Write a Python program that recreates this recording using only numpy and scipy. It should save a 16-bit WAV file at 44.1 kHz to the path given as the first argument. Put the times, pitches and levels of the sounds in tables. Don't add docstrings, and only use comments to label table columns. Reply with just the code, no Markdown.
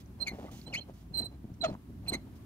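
import sys
import numpy as np
from scipy import signal
from scipy.fft import rfft, irfft, next_fast_len
from scipy.io import wavfile
from scipy.ndimage import map_coordinates

SR = 44100
rng = np.random.default_rng(int(sys.argv[2]) if len(sys.argv) > 2 else 0)


def makeup_ratio(level_db):
    decades = np.asarray(level_db, float) / 20
    return 10 ** decades


def wav_record(signal):
    frames = np.transpose(np.atleast_2d(signal))
    bounded = np.clip(frames, -1, 1)
    quanta = np.round(bounded * 32767).astype(np.int16)
    wavfile.write(sys.argv[1], SR, quanta)


N = 108045
T = np.arange(N) / SR

# start in seconds, hold in seconds, level in dB, pitch in Hz,
# second overtone relative to the bite in dB.
RING_SLIPS = [(.205, .005, -48, 4157, -45), (0.212, 0.016, -38, 4148, -17.5),
              (.227, 0.0082, -40.5, 4152, -33), (0.251, 0.014, -58.5, 4170, -38.5),
              (0.286, 0.0084, -45.5, 4175, -19), (0.301, 0.0118, -56.5, 4215, -44),
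              (0.667, 0.012, -52, 4040, -15), (0.695, .009, -61.5, 4194, -40),
              (0.745, 0.0038, -40, 4277, -38.5), (0.768, 0.027, -55, 4160, -42),
              (0.811, 0.0097, -49, 4170, -43), (1.143, 0.023, -39.5, 4158, -21),
              (1.172, 0.027, -33, 4101, -14), (1.212, 0.0068, -49.5, 4150, -4.5),
              (1.22, 0.014, -40.5, 4090, -42), (1.244, 0.012, -48, 4060, -7),
              (1.26, 0.008, -45.5, 4080, -16), (1.615, 0.0096, -37.5, 4033, -24.5),
              (1.629, 0.0101, -43.5, 4047, -37), (1.656, .006, -46.5, 4180, -26),
              (1.665, 0.0231, -54, 4183, -29.5), (2.084, 0.014, -34.5, 4161, -5.5),
              (2.127, 0.0084, -43.5, 4106, -11.5), (2.142, 0.013, -44, 4070, -17.5)]
# from when in seconds, left-right dB of the ring,
# left-right dB of the second overtone, third overtone relative to the second in dB, left lead in radians.
HAND_TURNS = [
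    (0, -16.5, -10, -13, 1.7),
    (.27, -2, -6, 4, 1.5),
    (.6, -12, -9, -12, 1.56),
    (1.1, -10, -3, -8, -2),
    (1.5, -9.5, -4, -11, -2),
    (2, -9.5, -11, -11, 2),
]
# time in seconds, pitch in Hz, level in dB.
CHIRP_GLIDES = [
    [(.26, 2598, -69), (.267, 2470, -48), (.273, 2215, -38), (.283, 2200, -40.5), (.293, 2124, -45.5),
     (.303, 2054, -54), (.313, 2026, -57), (.322, 2135, -77.5)],
    [(.722, 2946, -72.5), (.728, 2817, -57), (.734, 2532, -45.5), (.742, 2209, -39), (.753, 2200, -40.5),
     (.772, 2930, -45.5), (.785, 3120, -48), (.797, 3165, -58), (.81, 3163, -76)],
    [(2.129, 2224, -54.5), (2.138, 2103, -41), (2.146, 2015, -42.5), (2.154, 2184, -46.5),
     (2.17, 2183, -74)],
    [(.75, 2200, -49), (.759, 1940, -50), (.768, 1980, -60)],
]
# time in seconds, pitch in Hz, level in dB.
LEAD_IN_CHIRP = [(2.06, 2890, -77), (2.076, 2430, -60.5), (2.087, 2410, -65)]
CHIRP_HARMONICS_DB = [1.5, -11.5, -14.5, -31, -24, -27, -37]
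CHIRP_HARSHNESS_DB = [2.5, 4, 8.5, -21]
# time in seconds, pitch in Hz, level in dB.
FAINT_LINES = [
    [(.764, 7200, -76), (.778, 7200, -64), (.793, 7320, -70.5)],
    [(.668, 3230, -72), (.679, 3110, -66), (.692, 3000, -63)],
    [(1.62, 3366, -70), (1.632, 3369, -57), (1.641, 3380, -51)],
]
# time in seconds, pitch in Hz, level in dB.
GROAN_GLIDE = [(1.624, 708.3, -58), (1.633, 706.4, -43), (1.641, 683.7, -29.5), (1.649, 635, -28),
               (1.657, 644, -32.5), (1.666, 633, -36.5), (1.675, 638, -57), (1.685, 620, -51.5),
               (1.705, 610, -47)]
GROAN_HARMONICS_DB = [1.5, -10, -19.5, -19.5, -16]
# frequency in Hz, density in dB per Hz.
GRIT_COLOUR = [(500, -55), (1200, -1), (3300, 1), (5000, -8), (6700, -4), (7900, -21), (15500, -41)]
# frequency in Hz, left-right difference in dB, left lead in radians.
PORT_DIFFERENCE = [(150, 1, 0.05), (650, 0.5, 0.85), (1400, -4, 1.8), (2200, 3.5, 1.4), (3220, -2, 2),
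                   (4170, -8.5, 1.6), (5900, -20, 1.7), (10200, -3, 1.5)]
# start in seconds, length in seconds, level in dB.
HAND_CREAKS = [(0.197, 0.098, -54), (0.322, 0.0375, -50), (0.387, 0.095, -50.5), (0.518, 0.031, -57),
               (0.667, 0.13, -53), (0.883, 0.022, -54.5), (1.128, 0.068, -57), (1.199, 0.052, -51.5),
               (1.316, 0.028, -60), (1.437, 0.07, -64), (1.62, 0.064, -50.5), (1.662, 0.073, -50),
               (2.041, 0.11, -55.5), (2.12, 0.037, -44.5), (2.27, 0.011, -59)]
# frequency in Hz, density in dB per Hz.
CREAK_COLOUR = [(100, -39), (200, 4.5), (450, -3.5), (750, -2), (1300, -19.5), (2500, -25), (7000, -35),
                (12000, -47)]
# deepest swing in seconds, peak in dB, pitch in Hz.
REGRIP_THUMPS = [(0.316, -35.5, 256), (.334, -32, 230), (.349, -40, 217), (.387, -32.5, 440),
                 (0.394, -34, 500), (.404, -44, 228), (0.434, -38, 268), (.445, -33, 304), (.451, -32, 510),
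                 (0.458, -42, 418), (0.523, -41.5, 190), (0.532, -40.5, 185), (.541, -37.5, 150),
                 (0.557, -42, 169), (.592, -39, 205), (0.757, -38.5, 144), (0.779, -38.5, 198),
                 (.889, -39, 348), (.897, -34, 569), (1.113, -37.5, 154), (1.169, -38.5, 250),
                 (1.187, -40.5, 278), (1.2, -33, 297), (1.207, -35.5, 231), (1.216, -37, 221),
                 (1.242, -39, 204.4), (1.444, -34.5, 245), (1.453, -34, 175), (1.493, -48.5, 245),
                 (1.503, -38.5, 210), (1.519, -36.5, 135), (1.607, -36.5, 225), (1.63, -35, 250.5),
                 (1.673, -33.5, 155), (1.687, -28, 290), (1.694, -28.5, 339), (1.703, -37, 202.5),
                 (1.712, -33, 246), (1.718, -29, 190), (1.734, -35.5, 185), (1.754, -39, 190),
                 (1.899, -41, 215), (1.906, -36, 215), (2.108, -38, 145), (2.125, -29, 290),
                 (2.134, -42, 240), (2.151, -27, 300), (2.169, -36, 129.3), (2.278, -42.5, 256.5),
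                 (2.366, -43, 200)]
# start in seconds, level in dB, pitch in Hz, decay in cycles.
FINGER_TICKS = [(.06, -57, 6030, 8.6), (.469, -56.5, 2036, 15), (.484, -48, 1170, 4),
                (.492, -49, 1180, 4.9), (.536, -56, 7000, 4.5), (.575, -48, 6500, 5),
                (0.615, -45, 4430, 6.9), (1.54, -63, 5800, 18), (1.7, -51, 5400, 5.2),
                (1.714, -57, 4730, 5.9), (1.727, -68, 4600, 4), (1.739, -68, 6620, 40),
                (1.751, -40.5, 970, 2.5), (2.272, -50, 793, 2.02)]
# start in seconds, length in seconds, level in dB.
SKIN_RUBS = [
    (0, 0.031, -63),
    (0.334, 0.2, -72.5),
    (0.512, 0.11, -61),
    (0.616, 0.049, -65.5),
    (0.935, 0.11, -72.5),
    (1.54, 0.018, -68),
    (2.353, 0.035, -70.5),
]
# frequency in Hz, density in dB per Hz.
RUB_COLOUR = [(900, -22), (2000, -4), (6500, -3), (8400, -12), (15600, -8.5)]
# frequency in Hz, density in dB per Hz.
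TRAFFIC_COLOUR = [(20, -29), (42, -19), (55, 2), (130, -1), (260, -6), (400, -14.5), (520, -57.5),
                  (900, -97)]
# frequency in Hz, density in dB per Hz.
AIR_COLOUR = [(250, -25.5), (480, -7.5), (900, -10.5), (2000, -19), (4000, -24), (8000, -28.5),
              (12000, -25.5), (15700, -27.5)]
# frequency in Hz, left-right likeness from 0 to 1.
PORT_LIKENESS = [(100, 0.97), (290, .92), (640, 0.36), (1400, 0)]


def unit(x):
    return x / np.sqrt(np.mean(x ** 2) + 1e-20)


def along(points, hz, column=1):
    p = np.transpose(points)
    return np.interp(np.log(hz + 1), np.log(p[0] + 1), p[column])


def wobble(rate, t=T):
    knots = rng.standard_normal(int(N * rate / SR) + 4)
    return map_coordinates(knots, [t * rate])


def filtered(x, response):
    m = next_fast_len(N + 8192)
    return irfft(rfft(x, m) * response(np.fft.rfftfreq(m, 1 / SR)), m)[..., :N]


def noise(spectrum, channels=1):
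    white = rng.standard_normal((channels, N))
    return unit(filtered(white, lambda hz: makeup_ratio(along(spectrum, hz))))


def swell(t, s, hold, rise_db_s, t60):
    rise = rise_db_s * (t - s)
    fall = -60 * (t - s - hold) / t60
    return np.minimum(0, np.minimum(rise, fall))


def split(side_db, lead):
    ratio = makeup_ratio(side_db) * np.exp(1j * lead)
    return np.array([2 * ratio / (1 + ratio), 2 / (1 + ratio)])


def ports(x):
    return filtered(x, lambda hz: split(along(PORT_DIFFERENCE, hz), along(PORT_DIFFERENCE, hz, column=2)))


def ring():
    rise_db_s, build_db_s = 3397, 68
    wheel_t60_s, bite_t60_s = 0.0426, 0.02
    out, grit = np.zeros((2, N)), np.zeros(N)
    s, hold, _, hz, _ = np.transpose(RING_SLIPS)
    pitch = np.interp(T, s + hold / 2, hz) * (1 + 0.00254 * wobble(300))
    turning = np.exp(2j * np.pi * np.cumsum(pitch) / SR)
    first, second, third = [np.sqrt(2) * makeup_ratio(depth_db * wobble(110)) * turning ** k
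                            for k, depth_db in ((1, 1.3), (2, 2.5), (3, 3.5))]
    for s, hold, db, _, bite_db in RING_SLIPS:
        _, side_db, second_side_db, third_db, lead = [turn for turn in HAND_TURNS if turn[0] <= s][-1]
        near = slice(round(s * SR) - SR // 20, round(s * SR) + SR // 8)
        t = T[near]
        db = db + build_db_s * np.clip(t - s - hold, -hold, 0)
        slip = np.exp(2j * np.pi * rng.random())
        wheel = slip * makeup_ratio(db + swell(t, s, hold, rise_db_s, wheel_t60_s))
        bite = slip * makeup_ratio(db + swell(t, s, hold, 1.6 * rise_db_s, bite_t60_s))
        out[:, near] += (split(side_db, lead)[:, None] * wheel * first[near]).real
        out[:, near] += (split(second_side_db, 1.77)[:, None] * makeup_ratio(bite_db) * bite * second[near]).real
        out[:, near] += (split(0.87, 1.6)[:, None] * makeup_ratio(bite_db + third_db) * bite * third[near]).real
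        grit[near] += abs(bite)
    return out + ports(makeup_ratio(-28 + 1.0 * wobble(200)) * grit * noise(GRIT_COLOUR)[0])


def track(rows, jitter):
    s, hz, db = np.transpose(rows)
    t = T[round(s[0] * SR):round(s[-1] * SR)]
    pitch = np.interp(t, s, hz)
    phase = 2 * np.pi * np.cumsum(pitch * (1 + jitter * wobble(500, t))) / SR
    faster = np.maximum(1, pitch / hz[db.argmax()])
    return t, phase, np.interp(t, s, db), faster


def squeal(rows, overtones_db, bite_db, jitter, rough_db, grows, grit_db, burst_db, grit):
    t, phase, level_db, faster = track(rows, jitter)
    under_db = level_db - level_db.max()
    level_db = level_db + burst_db * wobble(380, t)
    scatter_hz = rows[0][1] / 4
    tone = np.zeros(len(t))
    for k, db in enumerate(overtones_db):
        speed_dulls_db = 15 * k * (faster - 1)
        db = db + (k > 0) * bite_db + k * (grows * under_db - speed_dulls_db)
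        size = makeup_ratio(level_db + db + rough_db * wobble(scatter_hz, t))
        timing = 0.44 * (k + 1) ** 0.5 * wobble(scatter_hz, t)
        tone += size * np.sin((k + 1) * phase + k + timing)
    here = slice(round(t[0] * SR), round(t[0] * SR) + len(t))
    pulses = (1 + np.cos(phase)) ** 2
    out = np.zeros(N)
    out[here] = np.sqrt(2) * tone + makeup_ratio(level_db + grit_db + bite_db + under_db) * pulses * grit[here]
    return out


def chirps():
    grit = noise(GRIT_COLOUR)[0]
    out = np.zeros(N)
    for rows, bite_db in zip(CHIRP_GLIDES, CHIRP_HARSHNESS_DB):
        out += squeal(rows, CHIRP_HARMONICS_DB, bite_db, jitter=0.007, rough_db=2.0, grows=0.085,
                      grit_db=-22.5, burst_db=2.0, grit=grit)
    out += squeal(LEAD_IN_CHIRP, [0], 0, jitter=0.057, rough_db=6.5, grows=0,
                  grit_db=-4.0, burst_db=1.0, grit=grit)
    for rows in FAINT_LINES:
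        out += squeal(rows, [0], 0, jitter=0.013, rough_db=2.5, grows=0,
                      grit_db=-18, burst_db=-0.5, grit=grit)
    out += squeal(GROAN_GLIDE, GROAN_HARMONICS_DB, 0, jitter=0.019, rough_db=3.1, grows=0.23,
                  grit_db=-18, burst_db=0.05, grit=grit)
    return ports(out)


def wall(x):
    t = T[:SR // 4]
    tail = rng.standard_normal((2, len(t))) * makeup_ratio(-60 * t / 0.2)
    wet = signal.fftconvolve(x, tail / np.linalg.norm(tail[0]), axes=1)[:, :N]
    return filtered(wet, lambda hz: 1 / (1 + (hz / 5500) ** 4))


def knocks(rows, attack_s):
    out, t = np.zeros(N + SR), T[:SR // 10]
    for s, db, hz, cycles in rows:
        shape = np.exp(-t * hz / cycles) * (1 - np.exp(-t / attack_s))
        out[round(s * SR):][:len(t)] -= makeup_ratio(db) * np.sin(2 * np.pi * hz * t) * shape
    return out[:N]


def hand():
    slips = (rng.random(N) < 700 / SR) * rng.standard_normal(N)
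    slips = slips * makeup_ratio(1.23 * wobble(39.58)) + 0.11 * rng.standard_normal(N)
    creak = unit(filtered(slips, lambda hz: makeup_ratio(along(CREAK_COLOUR, hz))))
    effort = sum(makeup_ratio(db + swell(T, s, d, rise_db_s=910, t60=0.1)) for s, d, db in HAND_CREAKS)
    swings = [(s - 1 / (4 * hz), db + 6.0, hz, 0.61) for s, db, hz in REGRIP_THUMPS]
    thumps = knocks(swings, attack_s=0.00092)
    ticks = knocks(FINGER_TICKS, attack_s=0.0001)
    return ports(effort * creak + thumps + ticks)


def rubs():
    shape = np.zeros(N)
    for s, d, db in SKIN_RUBS:
        shape += makeup_ratio(db) * np.clip((T - s) / 0.0017, 0, 1) * np.clip((s + d - T) / 0.021, 0, 1)
    near, wide = shape * makeup_ratio(0.36 * wobble(120)) * noise(RUB_COLOUR, channels=2)
    return ports(near) + 0.5 * wide * np.array([[1], [-1]]) * makeup_ratio(-20)


def spread(spectrum):
    def mid_side(hz):
        angle = np.arccos(np.clip(along(PORT_LIKENESS, hz), -1, 1)) / 2
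        return np.array([np.cos(angle), np.sin(angle)])
    mid, side = filtered(noise(spectrum, channels=2), mid_side)
    return np.array([mid + side, mid - side])


def outdoors():
    traffic = makeup_ratio(-50 + 1.7 * wobble(6.08)) * spread(TRAFFIC_COLOUR)
    air = makeup_ratio(-66.5 + 0.5 + 1.5 * wobble(1.53)) * spread(AIR_COLOUR)
    hum_phase = 2 * np.pi * 57 * T + 0.53 * wobble(5.1)
    hum = makeup_ratio(-63.5 + 2.3 * wobble(15.0)) * np.sqrt(2) * np.sin(hum_phase)
    return traffic + air + hum


def scene():
    tap = ring() + chirps()
    return tap + makeup_ratio(-17.5) * wall(tap) + hand() + rubs() + outdoors()


def low_pass(x):
    return signal.sosfilt(signal.butter(12, 15700, fs=SR, output="sos"), x)


def record(dry):
    mix = filtered(dry, lambda hz: hz < 15750)
    return low_pass(mix)


dry = scene()
out = record(dry)
wav_record(out)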